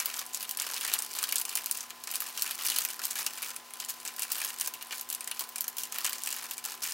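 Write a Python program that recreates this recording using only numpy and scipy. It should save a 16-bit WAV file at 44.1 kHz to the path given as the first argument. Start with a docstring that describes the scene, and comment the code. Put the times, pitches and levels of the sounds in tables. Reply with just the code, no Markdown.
"""Hands kneading a bag of sugar

Hands knead a plastic bag of brown sugar over a bowl, close to a camera in a kitchen.
Creases of the film snap through as noise bursts shaped by resonances: loud ones singly, small ones in swarms.
Film slides on sugar as a hiss, the walls answer with decaying noise,
and an appliance hums and whines as wavering sines over the room's air noise."""
import sys
import numpy as np
from scipy import signal
from scipy.fft import rfft, irfft, next_fast_len
from scipy.io import wavfile
from scipy.ndimage import map_coordinates

SR = 44100
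rng = np.random.default_rng(int(sys.argv[2]) if len(sys.argv) > 2 else 0)


def to_wav(s):
    """Save 16-bit WAV."""
    ch = np.atleast_2d(s).T  # columns
    pcm = np.round(np.clip(ch, -1, 1) * 32767)  # PCM
    wavfile.write(sys.argv[1], SR, pcm.astype(np.int16))


N = 305613

ROLL_HZ, TOP_HZ = 15900, 16900  # start of the weakened top treble, upper band limit
GRIP_S, LET_GO_DB_PER_S = 0.0059, 256  # rise of a squeeze's power, fall of its level after its length
REST_CRACKLE_DB, REST_SHEET_DB = -54, -60  # base levels of the bag at rest in the hands
SLIDE_DB, SLIDE_GROWS = -54.5, 0.59  # sliding hiss at rest; dB it gains per dB of crackle
CROWDING = .3  # share of a squeeze's strength that goes into more creases rather than louder ones


def amp(db):
    """Amplitude ratio of a level in dB: twenty dB are a factor of ten."""
    return 10 ** (np.asarray(db) / 20)


def unit(x):
    """Normalization of the mean power: x scaled to rms 1."""
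    return x / np.sqrt(np.mean(x ** 2) + 1e-20)


def along(points, hz):
    """Interpolation of (frequency [Hz], value) points on a logarithmic frequency axis."""
    f, v = np.transpose(points)
    return np.interp(np.log(hz + 1), np.log(f + 1), v)


def wobble(rate):
    """Slow random modulation: a smooth curve through rate normal random knots a second."""
    knots = rng.standard_normal(int(N * rate / SR) + 4)
    return map_coordinates(knots, [np.arange(N) * rate / SR])


def filtered(x, response):
    """Linear filtering: the spectrum of x is multiplied by a response of frequency."""
    m = next_fast_len(x.shape[-1] + 4096)
    spectrum = rfft(x, m) * response(np.fft.rfftfreq(m, 1 / SR))
    return irfft(spectrum, m)[..., :x.shape[-1]]


def creases(s, db, hz, sheet_db, sheet_hz, snap_s, rattle_s, rattle_db, size):
    """Buckling of film, in mid and side: impulsive noise excites a bright crease and a lower sheet resonance."""
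    t = np.arange(size) / SR
    f = np.fft.rfftfreq(2 * size, 1 / SR)
    stretch = np.exp(0.4 * rng.standard_normal((len(s), 1)))  # each crease decays at its own speed

    def fade(t60):
        """Exponential decay by 60 dB in t60 seconds times the crease's stretch."""
        return amp(-60 * t / (t60 * stretch))

    def shape(slow):
        """Envelope of a rapid onset, a snap and a weaker, longer rattle, tapered to zero."""
        onset = 1 - np.exp(-t / .0001 / slow)
        decay = fade(snap_s * slow) + amp(rattle_db) * fade(rattle_s * slow)
        return onset * decay * np.cos(np.pi / 2 * t / t[-1])

    def ring(center, width):
        """Response of a damped resonator with the given centre and bandwidth in Hz."""
        return 1j * f * width / (center * center - f * f + 1j * f * width)

    def burst(gain, slow):
        """Source and filter: enveloped noise, independent in mid and side, through the resonances."""
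        noise = shape(slow) * rng.standard_normal((2, len(s), size))
        return irfft(rfft(noise, 2 * size) * gain)[..., :size]

    def peak(x):
        """Peak normalization: each crease scaled to a mid peak of 1."""
        return x / np.abs(x[:1]).max(axis=2, keepdims=True)

    # the crease rings at its own pitch on top of a broad crack; the sheet around it rings lower and narrower
    bright = (ring(hz[:, None], hz[:, None] / 6) + 0.69) * ring(11770, 13700)
    low = ring(sheet_hz[:, None], sheet_hz[:, None] / 7) + 0.37 * ring(1670, 2050)
    low = low * ring(1650, 5900)  # a small sheet radiates no bass
    cracks = amp(db)[:, None] * peak(burst(bright, 0.95))
    sheets = amp(sheet_db)[:, None] * peak(burst(low, 4.44))  # the sheet swings in and out more slowly
    at = (np.round(s * SR).astype(int)[:, None] + np.arange(size)).ravel()
    return np.array([np.bincount(at, p.ravel(), N + size)[:N] for p in cracks + sheets])


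def snaps(count=4):
    """Snap-through instability: loud creases, each setting off a few weaker neighbours close in time."""
    # loud creases before the colour of the bag: (time [s], crack peak [dB], crack pitch [Hz],
    # sheet ring peak [dB], sheet ring pitch [Hz])
    loud_creases = [(0.001, -12, 6000, -30.5, 2285), (0.058, -6.5, 15100, -30, 3200),
                    (0.165, -22, 7180, -45, 2860), (0.192, -14.5, 5520, -60, 2780),
                    (0.2642, -23, 11000, -52, 2800), (0.3336, -25, 7600, -56, 1420),
                    (0.346, -12.5, 7100, -49, 3280), (0.407, -19, 4500, -33, 2700),
                    (0.4283, -14.5, 12400, -35, 2620), (0.4926, -18, 13100, -50, 1850),
                    (0.511, -13, 12400, -47, 2540), (0.5724, -14, 11000, -39, 1660),
                    (0.599, -10, 4040, -28, 3440), (0.6202, -16, 7500, -31, 3040),
                    (0.7424, -12, 4140, -45, 2970), (0.765, -38, 9000, -27.5, 2420),
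                    (0.8103, -14, 11200, -27, 2900), (0.85, -16, 7680, -25.5, 1850),
                    (0.8783, -16, 4160, -32, 1870), (0.9377, -6, 11700, -28, 2940),
                    (0.989, -12.5, 8000, -48, 1570), (1.022, -13.5, 9800, -34, 2010),
                    (1.1567, -21, 12800, -55, 1570), (1.1876, -12.5, 6900, -30, 2300),
                    (1.229, -12, 9000, -27, 1600), (1.239, -9.5, 4000, -27, 3200),
                    (1.2907, -16, 10800, -29, 2830), (1.3242, -8.5, 12800, -24.5, 2300),
                    (1.3578, -5, 10600, -26, 3550), (1.3823, -11.5, 8000, -44, 3280),
                    (1.3982, -11, 13000, -50, 3020), (1.4142, -12, 10900, -43, 2900),
                    (1.4523, -16, 8400, -35.5, 2800), (1.494, -18.5, 4470, -38, 2720),
                    (1.5541, -5.5, 10400, -36, 3190), (1.5719, -13.5, 10500, -27, 2920),
                    (1.66, -11.5, 13400, -44, 2860), (1.712, -6, 10600, -45, 2310),
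                    (1.773, -17, 11500, -49, 3300), (1.8067, -18.5, 6400, -36.5, 3020),
                    (1.9051, -24, 6900, -30, 2950), (2.038, -20.5, 4500, -45, 1370),
                    (2.0728, -18.5, 5960, -34, 1740), (2.1138, -15, 15100, -57, 1970),
                    (2.139, -20, 11000, -31.5, 2800), (2.156, -10.5, 10700, -32, 3500),
                    (2.2039, -12.5, 12200, -35, 2310), (2.2202, -17, 14300, -33, 1220),
                    (2.375, -16.5, 5800, -28.5, 2960), (2.4219, -8, 13900, -48, 2980),
                    (2.463, -18, 7150, -29.5, 1780), (2.4763, -20, 10100, -31.5, 2800),
                    (2.51, -11.5, 12400, -24.5, 2820), (2.6528, -17, 9070, -30, 2860),
                    (2.6653, -11.5, 11300, -44, 2330), (2.6852, -14, 10400, -26, 2810),
                    (2.7005, -11, 4110, -27, 3020), (2.718, -15, 4220, -26.5, 3020),
                    (2.763, -10, 4410, -25.5, 2960), (2.7857, -4.5, 12400, -23, 3100),
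                    (2.85, -10.5, 12400, -29, 2200), (2.8877, -17.5, 9200, -34, 2310),
                    (2.993, -20, 5300, -32.5, 1350), (3.017, -23, 12900, -34, 2600),
                    (3.0372, -18, 6340, -34, 2940), (3.053, -10, 14400, -50, 3000),
                    (3.109, -12, 7500, -37, 3500), (3.1558, -15, 13900, -31, 2430),
                    (3.2642, -9, 5600, -24, 2730), (3.3806, -20, 10100, -37, 2300),
                    (3.4211, -17, 12100, -35, 2300), (3.4273, -18, 9000, -30, 2290),
                    (3.563, -20.5, 9850, -39, 2490), (3.7366, -22.5, 9900, -39, 3340),
                    (3.8012, -17, 7300, -34.5, 3000), (3.8486, -15.5, 7300, -52, 2320),
                    (3.887, -21, 9600, -39.5, 2970), (3.898, -18, 12300, -36, 2010),
                    (4.001, -28.5, 8000, -61, 2900), (4.051, -21, 7710, -35.5, 2300),
                    (4.0766, -17, 7400, -43, 2780), (4.082, -24.5, 8050, -37.5, 2370),
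                    (4.164, -22, 11200, -62, 1180), (4.182, -31, 9000, -36, 1200),
                    (4.194, -12.5, 11900, -43, 2480), (4.2212, -15, 8050, -28.5, 2620),
                    (4.232, -13.5, 10300, -35, 2380), (4.3188, -5, 15100, -40, 1570),
                    (4.355, -17, 4470, -34, 2850), (4.382, -17, 13200, -37, 2820),
                    (4.401, -27, 9000, -32, 2330), (4.4164, -18, 8960, -26, 2420),
                    (4.4475, -12.5, 11100, -30.5, 1000), (4.6113, -6, 9600, -29.5, 2970),
                    (4.6744, -10, 15400, -30, 1040), (4.7383, -19, 12600, -35.5, 2680),
                    (4.811, -37, 6100, -33, 2760), (4.8255, -16.5, 13600, -39, 2730),
                    (4.8708, -26.5, 9100, -53, 2900), (4.9085, -30, 8820, -28, 2880),
                    (4.9251, -23, 7620, -28.5, 2270), (4.981, -22.5, 11000, -46, 2900),
                    (5.011, -16, 12600, -53, 1350), (5.0897, -21, 12200, -48, 3500),
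                    (5.1011, -11.5, 11100, -57, 3140), (5.1268, -15.5, 12700, -50, 3020),
                    (5.1489, -14.5, 8400, -55, 2820), (5.2075, -20, 8900, -36, 2460),
                    (5.244, -20.5, 7360, -50, 1310), (5.275, -13.5, 10000, -32, 2020),
                    (5.3132, -14.5, 9700, -28.5, 2870), (5.394, -9.5, 15000, -36, 3070),
                    (5.408, -16, 8950, -31, 1030), (5.491, -22, 15200, -53, 1640),
                    (5.5589, -15.5, 7700, -35.5, 2380), (5.5826, -17, 9200, -37, 2350),
                    (5.608, -8.5, 12700, -59, 3000), (5.6425, -18.5, 6200, -38, 1740),
                    (5.6803, -13.5, 12700, -40, 1290), (5.769, -18, 15000, -40, 2630),
                    (5.783, -13.5, 15200, -32.5, 2970), (5.8348, -15.5, 7160, -34, 2880),
                    (5.923, -17, 7040, -50, 2590), (5.961, -27, 7000, -36, 1980),
                    (5.9847, -12, 14700, -30.5, 2670), (6.0461, -12, 7610, -23.5, 2930),
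                    (6.0641, -11, 6500, -25, 2420), (6.095, -14, 14600, -31, 2920),
                    (6.131, -12.5, 4670, -32, 2280), (6.183, -19, 5500, -40, 1800),
                    (6.2358, -15.5, 7570, -46, 2310), (6.2605, -21, 7000, -59, 2900),
                    (6.2731, -13.5, 8040, -26.5, 2410), (6.3118, -17.5, 6240, -40, 2820),
                    (6.3268, -16.5, 7000, -38, 2900), (6.3644, -18, 10700, -35, 1740),
                    (6.5105, -15, 14200, -31, 3570), (6.58, -19, 8260, -37.5, 2360),
                    (6.6594, -14.5, 7300, -31.5, 1320), (6.8207, -24.5, 5600, -37, 1766),
                    (6.8494, -22, 6940, -32, 2388), (6.8865, -22, 5970, -30, 3000)]
    s, db, hz, sheet_db, sheet_hz = np.transpose(loud_creases)
    main = creases(s, db, hz, sheet_db, sheet_hz, snap_s=0.0036, rattle_s=0.053, rattle_db=-11.5, size=1536)
    wait, drop, pitch = rng.random((len(s), count, 3)).T
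    lag = -.0015 - .012 * np.log(wait + 1e-9)  # seconds, mostly after the loud crease
    loss = 11 + 12 * drop + 200 * np.abs(lag)  # dB, greater farther away in time
    shift = np.exp(pitch - .5)
    rows = [np.clip(s + lag, 0, (N - 1) / SR), db - loss, np.minimum(hz * shift, 16000),
            sheet_db - loss + 10, sheet_hz / shift]
    neighbours = creases(*map(np.ravel, rows), snap_s=.005, rattle_s=.035, rattle_db=-11, size=512)
    return main + neighbours


def kneading():
    """Power addition of overlapping squeezes: each grips, holds and eases off over the resting bag."""
    # squeezes of the bag, base levels from which crease levels follow:
    # (start [s], length [s], crackle of small creases [dB], ring of the sheet [dB])
    squeezes = [(-.02, 0.23, -41, -45), (0.337, 0.031, -36, -53), (0.398, 0.14, -46, -50.5),
                (0.583, 0.09, -36.5, -41), (0.692, 0.19, -37.5, -44), (0.841, 0.14, -37.5, -40.5),
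                (1.025, 0.12, -40, -54), (1.147, 0.26, -39.5, -46), (1.479, 0.11, -37.5, -44.5),
                (1.621, 0.19, -42, -49.5), (2.084, .21, -39.5, -48.5), (2.341, 0.2, -38.5, -46),
                (2.585, 0.057, -36, -43), (2.646, 0.059, -32.5, -46), (2.739, 0.088, -33.5, -43.5),
                (2.881, 0.031, -36, -44.5), (3.017, 0.09, -36.5, -46), (3.153, 0.058, -34, -43),
                (3.302, 0.2, -41, -47.5), (3.785, .04, -44, -47), (3.881, 0.026, -35.5, -66),
                (4.048, 0.042, -42, -47), (4.181, 0.055, -36.5, -42.5), (4.296, 0.22, -37.5, -46.5),
                (4.573, 0.085, -37.5, -49), (4.909, 0.079, -40.5, -55), (5.09, 0.041, -42, -46),
                (5.338, 0.098, -42, -53), (5.778, 0.059, -38, -56), (5.914, 0.085, -38, -44),
                (6.031, 0.023, -31, -38), (6.121, 0.32, -39, -47), (6.483, 0.048, -40, -60),
                (6.638, 0.073, -36, -46), (6.821, .12, -33, -45.5)]
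    t = np.arange(0, N / SR + .002, .002)
    start, length, crackle_db, sheet_db = np.transpose(squeezes)
    since = t[:, None] - start
    let_go = amp(-2 * LET_GO_DB_PER_S * np.maximum(since - length, 0))
    power = np.clip(since / GRIP_S, 0, 1) * let_go

    def level_db(db, rest_db):
        """Level of the summed powers of squeezes and rest."""
        return 10 * np.log10(power @ amp(2 * db) + amp(2 * rest_db))

    return t, level_db(crackle_db, REST_CRACKLE_DB), level_db(sheet_db, REST_SHEET_DB)


def crinkle(count=1400):
    """Crackling noise and friction: swarms of small creases, clumped in time, over film sliding on sugar."""
    s, crackle_db, sheet_db = kneading()
    t = np.arange(N) / SR
    when, big, pitch, slack, panel = rng.random((count, 5)).T
    effort_db = CROWDING * (crackle_db - crackle_db.mean())
    # creases are drawn from a rate that grows with effort and wavers at random
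    rate = amp(2.5 * wobble(45) + 2 * np.interp(t, s, effort_db))
    crowd = np.cumsum(rate)
    at = np.interp(when, crowd / crowd[-1], t)
    size_db = np.minimum(-4.5 * np.log(big + 1e-9), 11)  # many small, few large
    small_db = np.interp(at, s, crackle_db - effort_db) + size_db + 8
    small_sheet_db = np.interp(at, s, sheet_db - effort_db) + 0.35 * size_db + 12.5 - 12 * slack
    small = creases(at, small_db, 4000 * 4 ** pitch, small_sheet_db, 900 * 4 ** panel,
                    snap_s=0.0048, rattle_s=.03, rattle_db=-12.5, size=512)
    hiss = unit(filtered(rng.standard_normal((2, N)), lambda hz: np.minimum(hz / 2500, 1)))
    slide_db = SLIDE_DB + SLIDE_GROWS * (np.interp(t, s, crackle_db) - REST_CRACKLE_DB)
    return small + amp(slide_db + 1.3 * wobble(25)) * hiss


def kitchen(x):
    """Reverberation: convolution with noise, unrelated in mid and side, whose decay depends on frequency."""
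    # absorption of the room: (frequency [Hz], time to decay by 60 dB [s])
    decay_times = [(500, 1), (3000, 0.12), (12000, 0.15)]
    hz, t, z = signal.stft(rng.standard_normal((2, SR // 2)), SR, nperseg=256)
    decay = amp(-60 * t / along(decay_times, hz)[:, None])
    tail = signal.istft(z * decay, SR, nperseg=256)[1]
    tail = tail / np.linalg.norm(tail[0])
    delayed = np.pad(x, (300, 0))  # the answer starts 300 samples late
    return signal.fftconvolve(delayed[None], tail, axes=1)[:, :N]


def appliance():
    """Tonal and broadband noise: sines unsteady in frequency and level over spectrally shaped air noise."""
    # spectrum of the air noise: (frequency [Hz], relative level per Hz [dB])
    air_spectrum = [(25, -27), (100, -20), (270, -17.5), (350, -7), (630, -10), (730, -1.5), (1010, -4.5),
                    (1200, -5.5), (3000, -10.5), (8000, -17), (16000, -17.5)]
    # motor tones in mid: (mean frequency [Hz], mean level [dB rms], scale of the frequency waver [Hz])
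    motor_tones = [(118, -84.5, 5.4), (239.8, -69.5, 1.49), (1019, -59, 2.36)]
    air = unit(filtered(rng.standard_normal((2, N)), lambda hz: amp(along(air_spectrum, hz))))
    tones = 0
    for hz, db, waver in motor_tones:
        phase = 2 * np.pi * np.cumsum(hz + waver * wobble(12)) / SR
        tones = tones + np.sqrt(2) * amp(db + 0.42 * wobble(8.1)) * np.sin(phase)
    return amp(-53) * air + tones * np.array([[1], [.3]])


def scene():
    """Superposition of all sources in mid and side, turned into left and right by sum and difference."""
    # colour of the bag over counter and bowl: (frequency [Hz], gain [dB])
    bag_colour = [(300, 3), (640, -3), (1800, -1.5), (2150, -4.5), (2330, 0.5), (2600, -1), (2920, 2),
                  (3400, -1.5), (4500, 2.5), (8000, -1), (13000, -3.5)]
    # stereo width: (frequency [Hz], gain of the side signal [dB])
    side_gain = [(60, -10), (200, -20), (700, -17), (2400, -13), (8000, -15)]
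    bag = filtered(snaps() + crinkle(), lambda hz: amp(along(bag_colour, hz)))
    echo = amp(-14.0) * kitchen(bag[0]) * [[1], [1.6]]
    mid, side = bag * [[1], [.8]] + echo + appliance()
    side = filtered(side, lambda hz: amp(along(side_gain, hz)))
    # a little of the mid in the side leans the whole sound to the left, less so in the bass
    side = side + filtered(mid, lambda hz: .04 * np.minimum(hz / 1500, 1))
    return np.array([mid + side, mid - side])


def record(dry):
    """Band limitation: the camera drops the top treble by 24 dB and keeps nothing above its limit."""
    return filtered(dry, lambda hz: amp(-24 * (hz > ROLL_HZ)) * (hz < TOP_HZ))


dry = scene()
out = record(dry)
to_wav(out)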